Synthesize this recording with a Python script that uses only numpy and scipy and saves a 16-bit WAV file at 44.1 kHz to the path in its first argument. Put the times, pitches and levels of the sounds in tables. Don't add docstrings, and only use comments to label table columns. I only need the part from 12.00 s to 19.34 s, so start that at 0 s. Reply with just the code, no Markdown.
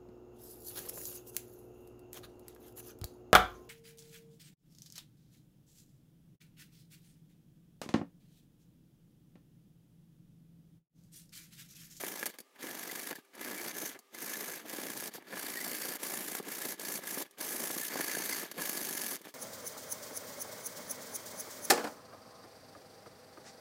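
import sys
import numpy as np
from scipy import signal
from scipy.fft import rfft, irfft
from scipy.io import wavfile

SR = 44100
rng = np.random.default_rng(int(sys.argv[2]) if len(sys.argv) > 2 else 0)


def log_audio(samples):
    frames = np.atleast_2d(samples).T
    limited = np.clip(frames, -1, 1)
    pcm = np.round(limited * 32767).astype(np.int16)
    wavfile.write(sys.argv[1], SR, pcm)


N = 323694
TIME = np.arange(N) / SR
FREQ = np.maximum(np.arange(N // 2 + 1) * SR / N, 1)
TOP_HZ = 15850


def undb(db):
    return 10 ** (np.asarray(db) / 20)


def unit(x):
    return x / np.sqrt(np.mean(x ** 2))


def contour(points):
    hz, db = np.transpose(points)
    return np.interp(np.log(FREQ), np.log(hz), db)


def resonance(hz, width_hz):
    return 1 / (1 + (2 * (FREQ - hz) / width_hz) ** 2)


def minimum_phase(db):
    cepstrum = irfft(np.log(undb(db)), N)
    cepstrum[1:N // 2] *= 2
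    cepstrum[N // 2 + 1:] = 0
    return np.exp(rfft(cepstrum))


def drift(rate):
    return unit(np.interp(TIME * rate, np.arange(N // 10), rng.standard_normal(N // 10)))


# frequency in Hz, relative level in dB.
ROOM_AIR = [(15, -16), (25, -10), (101, -47), (260, 7), (399, 8), (1080, 0), (1200, 10), (1450, -10),
            (1950, 0), (15500, -11.5)]
# frequency in Hz, rms level in dB.
MACHINE_HUM = [(398.4, -78.5), (1200, -84)]


def room_tone(air_db):
    air = unit(irfft(rfft(rng.standard_normal(N)) * undb(contour(ROOM_AIR)), N))
    hum = sum(undb(db) * np.sqrt(2) * np.sin(2 * np.pi * hz * TIME) for hz, db in MACHINE_HUM)
    return undb(air_db) * air + hum


# drive in dB on bench, pipe wall and blade.
RESTING_DRIVE_DB = (-87, -76, -86)
# first bite, end, run-up and run-out in seconds
# and blade ring emphasis in dB; frame wobble in Hz at the start, middle and end.
SAW_STROKES = [(0.010, 0.229, 0.083, 0.059, -41, -1, -5.5, -6.5, -3.7, 1, 26.6, 27, 26),
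               (0.632, 1.11, 0.063, 0.033, -42.5, 3, -5, -4.5, -0.5, -1, 25.2, 24, 27),
               (1.414, 1.691, 0.07, 0.09, -42, 3.5, -2.5, -2.9, 2, -2, 29.7, 29.8, 31),
               (1.785, 1.871, 0.12, 0.12, -39, 0.5, -8, -6.5, -2.8, 5.0, 29.6, 25, 27.8),
               (2.225, 2.557, 0.12, 0.11, -40, -1, -7, -4.5, -2, 3, 25.3, 28.6, 25.4),
               (2.698, 3.08, 0.086, 0.027, -41, 1.5, -4, -5.5, -1, 0, 28.3, 30.3, 27.5),
               (3.396, 3.964, .18, 0.02, -39, 2, -6.8, -5.5, 3.5, -4.5, 27.94, 28.2, 30.2),
               (4.036, 4.378, 0.074, 0.06, -38, -2, -7, -7, -1, -4.5, 30.3, 27, 29.4),
               (4.487, 4.716, 0.09, 0.068, -39, 3, -7, -6.5, -1.8, -1, 29.3, 30.5, 28),
               (4.816, 4.978, 0.057, 0.041, -38, 4, -7, -7.5, 0, 0, 26, 29.4, 27),
               (5.075, 5.219, .11, 0.033, -37.5, 2.5, -7.5, -8, -2, -2, 28.2, 27.8, 23.6),
               (5.411, 5.881, 0.046, 0.05, -37, 1, -7, -8, -2, 1, 25.54, 27, 30.6),
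               (5.976, 6.389, 0.28, 0.15, -37, 2.5, -7, -4.3, 5.5, 2.5, 28.5, 28, 28.6),
               (6.62, 7.151, .11, 0.041, -37, 0, -7.5, -8.5, 1.5, 1, 26.65, 25, 19.5)]


def strokes(thrum_power=1.01, wall_power=1.32, rasp_power=2.03):
    drive = np.outer(undb(RESTING_DRIVE_DB), np.ones(N))
    for start, end, run_up, run_out, db, growth_db, thrum_db, wall_db, *_ in SAW_STROKES:
        speed = np.interp(TIME, [start - run_up, start, end, end + run_out], [0, 1, 1, 0])
        along = np.interp(TIME, [start, end], [-.5, .5])
        thrum = undb(thrum_db) * speed ** thrum_power
        wall = undb(wall_db) * speed ** wall_power
        rasp = undb(growth_db * along) * speed ** rasp_power
        drive = np.maximum(drive, undb(db) * np.array([thrum, wall, rasp]))
    return drive


def frame_wobble(lean_db=1.8, bite_db=3):
    flutter_db = np.zeros(N)
    for start, end, run_up, run_out, *_, start_hz, middle_hz, end_hz in SAW_STROKES:
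        wobble_hz = np.interp(TIME, [start, (start + end) / 2, end], [start_hz, middle_hz, end_hz])
        cycles = np.cumsum(wobble_hz) / SR
        angle = 2 * np.pi * (cycles - np.interp(start, TIME, cycles))
        speed = np.interp(TIME, [start - run_up, start, end, end + run_out], [0, 1, 1, 0])
        flutter_db += speed * (lean_db * np.cos(angle) + bite_db * np.cos(2 * angle))
    return flutter_db


def teeth(tooth_hz, jitter, slip_cycles):
    depth_db = .8 * drift(80) + 1.2 * drift(300)
    phase = np.cumsum(tooth_hz * np.exp(jitter * drift(90))) / SR % 1
    return unit(np.exp(-phase / slip_cycles)) * undb(depth_db)


def chips(per_second, spread_db):
    clicks = (rng.random(N) < per_second / SR) * np.sign(rng.standard_normal(N))
    return unit(clicks * undb(spread_db * rng.standard_normal(N)))


def sliding_cut(force, swell_db, flicker_db, bands=16):
    spectrum, place = rfft(force), FREQ / TOP_HZ * bands
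    shifting = 0
    for k in range(bands + 1):
        band = irfft(spectrum * np.maximum(1 - np.abs(place - k), 0), N)
        shifting += band * undb(swell_db * drift(5.7) + flicker_db * drift(50))
    return unit(shifting)


def rasp_colour(force, drive_db):
    squeak_db, blade_db = np.zeros((2, N))
    turn = 0
    for _, end, *_, squeak, blade, _, _, _ in SAW_STROKES:
        squeak_db[TIME >= turn], blade_db[TIME >= turn] = squeak, blade
        turn = end
    sizzle_db = np.clip(.5 * (drive_db + 38), -3, 1)
    scuff_db = np.clip(.65 * (-38.5 - drive_db), 0, 11)
    rasp = force
    for db, hz, width_hz in ((squeak_db - 2, 4560, 640), (blade_db, 6320, 570),
                             (sizzle_db, 10800, 2600), (scuff_db, 3250, 1550)):
        band = irfft(rfft(force) * resonance(hz, width_hz), N)
        rasp = rasp + (undb(db + .5 * drift(34)) - 1) * band
    return rasp


def sawing(drive, gain_db):
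    flutter_db = frame_wobble()
    tearing = teeth(tooth_hz=230.4, jitter=.4, slip_cycles=.92) * chips(per_second=24000, spread_db=2.55)
    force = sliding_cut(tearing, swell_db=.16, flicker_db=.93)
    rasp = rasp_colour(force, drive_db=20 * np.log10(drive[2]))
    rasp = unit(rasp * undb(1.1 * flutter_db))
    bench_db = .4 * flutter_db + 1.7 * drift(110) + 1.2 * drift(35)
    thrum = undb(-1.1) * unit(force * undb(bench_db))
    wall = undb(-1.7) * unit(force * undb(.81 * flutter_db))
    return undb(gain_db) * drive * np.array([thrum, wall, rasp])


# frequency in Hz, relative level in dB.
PIPE_COLOUR = [(60.0, -43.0), (90.0, -30.2), (130.0, -14.7), (190.0, -4.3), (300.0, 0.0), (650.0, -6.4),
               (1300.0, -10.6), (2200.0, -14.1), (3000.0, -13.2), (5500.0, -15.1), (8800.0, -14.8),
               (11000.0, -14.8), (14000.0, -13.1), (15600.0, -20.2)]
# frequency in Hz, width in Hz, lift in dB.
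PIPE_AND_SAW_MODES = [(1702.0, 215.0, 11.0), (2051.0, 171.0, 6.7), (2278.0, 209.0, 5.9),
                      (4500.0, 147.0, 8.7), (4704.0, 25.0, 7.4), (5001.0, 151.0, 4.2), (5224.0, 37.0, 5.0),
                      (5615.0, 154.0, 5.0), (6253.0, 600.0, 6.2), (6705.0, 170.0, 5.9),
                      (7336.0, 184.0, 3.5), (7508.0, 66.0, 7.3), (8430.0, 266.0, 4.6), (9317.0, 53.0, 5.2),
                      (9721.0, 299.0, 8.2), (10050.0, 67.0, 7.1), (10238.0, 179.0, 9.1),
                      (10440.0, 44.0, 5.6), (10649.0, 203.0, 5.6), (10789.0, 63.0, 6.7),
                      (11222.0, 277.0, 4.5), (12112.0, 600.0, 9.7), (12742.0, 92.0, 4.3),
                      (13197.0, 374.0, 4.7), (13659.0, 89.0, 4.2), (14456.0, 600.0, 4.3),
                      (14862.0, 74.0, 5.2), (15490.0, 158.0, 7.6)]


def pipe_and_saw(forces):
    modes_db = sum(db * resonance(hz, width_hz) for hz, width_hz, db in PIPE_AND_SAW_MODES)
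    response = minimum_phase(contour(PIPE_COLOUR) + modes_db)
    low = np.interp(FREQ, [700, 1600], [1, 0])
    high = np.interp(FREQ, [2300, 3800], [0, 1])
    ranges_hz = [(150, 900), (1400, 2500), (3000, 15500)]
    spectrum = 0
    for force, share, (lo, hi) in zip(forces, (low, 1 - low - high, high), ranges_hz):
        power = np.mean(np.abs(response) ** 2 * (FREQ > lo) * (FREQ < hi))
        spectrum += rfft(force) * share / np.sqrt(power)
    return irfft(spectrum * response, N)


def impact(start, t60, snap):
    t = TIME[:SR // 4]
    rattle = undb(-60 * t / t60) * rng.standard_normal(len(t))
    rattle[0] = -snap
    return np.concatenate([np.zeros(int(start * SR)), rattle, np.zeros(N)])[:N]


# start in seconds, relative level in dB, offset of the ring in dB.
PIPE_KNOCKS = [(0.037, -22.5, -5), (0.229, -21, -2.5), (0.64, -22, -12), (1.129, -29.5, -1.5),
               (1.184, -32, -27), (2.38, -30, -27), (2.653, -28.5, -15), (2.786, -17, -31),
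               (2.819, -28, -22), (2.855, -24, -22), (3.146, -25, -29), (3.182, -25.5, -25),
               (3.224, -34, -9), (3.372, -23.5, -7), (3.439, -23, -15), (3.668, -21, -27),
               (4.4, -18.5, -30), (4.989, -23, -29), (5.174, -19, -13), (5.703, -21, -8),
               (5.764, -17.5, -21), (5.958, -13, -26), (5.998, -19.5, -21), (6.17, -14, -31),
               (6.2, -23, -31), (6.433, -21, -31), (7.209, -33.5, -25), (7.271, -31.5, -8)]


def pipe_knocks(thrum_db, wall_db, rasp_db):
    forces = 0
    for start, db, ring_db in PIPE_KNOCKS:
        bump = impact(start, t60=.033, snap=3 + 12 * min(undb(ring_db), 1))
        gains = undb(db) * undb([thrum_db, ring_db + wall_db, ring_db + rasp_db])
        forces += np.outer(gains, bump)
    return forces


# start in seconds, relative level in dB, offset of the pipe wall's ring in dB.
BLADE_TICKS = [(0.2575, -30.5, -4), (0.263, -28, -5.5), (0.386, -42.5, -3), (0.403, -43.5, -9),
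               (0.56, -63, 14), (0.625, -46, 3), (0.669, -46, 9), (1.1545, -45, -4), (1.2486, -63, 3),
               (1.352, -49.5, -3), (1.99, -47.5, -14), (2.147, -42.5, -0.5), (2.369, -37, -15),
               (2.974, -34, -12), (3.138, -44.5, -2), (4.275, -43, -15), (4.313, -54, -3),
               (4.427, -47.5, -10), (4.796, -37, -21), (5.3103, -54.5, -21), (5.384, -46, -6),
               (6.5146, -36.5, -2), (6.694, -30, -5), (7.215, -49, -3), (7.281, -55, -12)]


def blade_ticks(thrum_db, wall_db):
    forces = 0
    for start, db, ring_db in BLADE_TICKS:
        gains = undb(db) * undb([thrum_db, ring_db + wall_db, 0])
        forces += np.outer(gains, impact(start, t60=.035, snap=1.5))
    return forces


# loudest moment in seconds, rasp drive in dB, offset for bench and pipe wall in dB.
BLADE_BRUSHES = [(0.275, -44, -1), (0.299, -45.5, -6), (0.345, -53, -0.5), (0.395, -63, -2), (0.56, -64, 6),
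                 (1.109, -43, 2.5), (1.163, -46, -7.5), (1.19, -57.5, 1), (1.352, -53.5, 4),
                 (1.955, -56, 8.5), (2.15, -48, -9), (2.675, -52, 2), (3.157, -39, -6), (3.21, -65.5, 12.5),
                 (3.12, -55, 2), (3.28, -54, 3), (3.3, -56, 5), (3.336, -43, 5), (3.997, -47.5, 0.5),
                 (4.445, -51, 4), (4.765, -59, 3), (5.257, -56, 2.5), (5.335, -67.5, 4.5),
                 (6.515, -50.5, -7), (6.591, -43, 6.5), (7.195, -54.5, -4), (7.255, -47.5, 1),
                 (7.29, -48, -3.5)]


def blade_brushes(rise_s=.012, fade_s=.013):
    drive = np.zeros((3, N))
    for peak, db, body_db in BLADE_BRUSHES:
        near = np.abs(TIME - peak) < 10 * fade_s
        t = TIME[near] - peak
        touch = np.exp(np.minimum(t / rise_s, -t / fade_s))
        gains = undb([db + body_db, db + body_db, db])
        drive[:, near] = np.maximum(drive[:, near], np.outer(gains, touch))
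    return drive


# middle in seconds, pitch in Hz, relative level in dB, length in seconds.
PLASTIC_SQUEAKS = [(0.898, 2000, -27, 0.0072), (1.165, 1710, -32.5, 0.0095), (1.477, 1650, -26.5, 0.0066),
                   (1.59, 2290, -33, 0.027), (2.15, 2014, -33, 0.0068), (2.341, 1730, -24, 0.01),
                   (3.577, 1900, -25, 0.016), (3.616, 1987, -25.5, 0.01), (5.829, 1754, -32, 0.019),
                   (6.153, 1664, -24, 0.0068), (6.212, 1728, -38, 0.032), (6.329, 2050, -22, 0.0098),
                   (6.622, 1717, -25, 0.015)]


def plastic_squeaks(gain_db, waver):
    wavering_time = np.cumsum(1 + waver * drift(250)) / SR
    sound = np.zeros(N)
    for middle, hz, db, length in PLASTIC_SQUEAKS:
        near = np.abs(TIME - middle) < 3 * length
        swell = np.exp(-2 * ((TIME[near] - middle) / length) ** 2)
        sound[near] += undb(db) * swell * np.sqrt(2) * np.sin(2 * np.pi * hz * wavering_time[near])
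    return undb(gain_db) * sound


def tiled_room(direct, t60, wet_db):
    t = TIME[:SR // 2]
    tail = rng.standard_normal(len(t)) * undb(-60 * t / t60)
    return direct + undb(wet_db) * signal.fftconvolve(direct, tail / np.linalg.norm(tail))[:N]


def scene():
    drive = np.maximum(strokes(), blade_brushes())
    forces = sawing(drive, gain_db=-4)
    forces += blade_ticks(thrum_db=-8, wall_db=-4.5)
    forces += pipe_knocks(thrum_db=-15.5, wall_db=-13.5, rasp_db=-19)
    work = pipe_and_saw(forces) + plastic_squeaks(gain_db=-15.5, waver=.026)
    return (tiled_room(work, t60=.2, wet_db=-32.5) + room_tone(air_db=-69.5))[None]


def record(dry):
    return signal.sosfilt(signal.ellip(12, .1, 80, TOP_HZ, fs=SR, output="sos"), dry)


dry = scene()
out = record(dry)
log_audio(out)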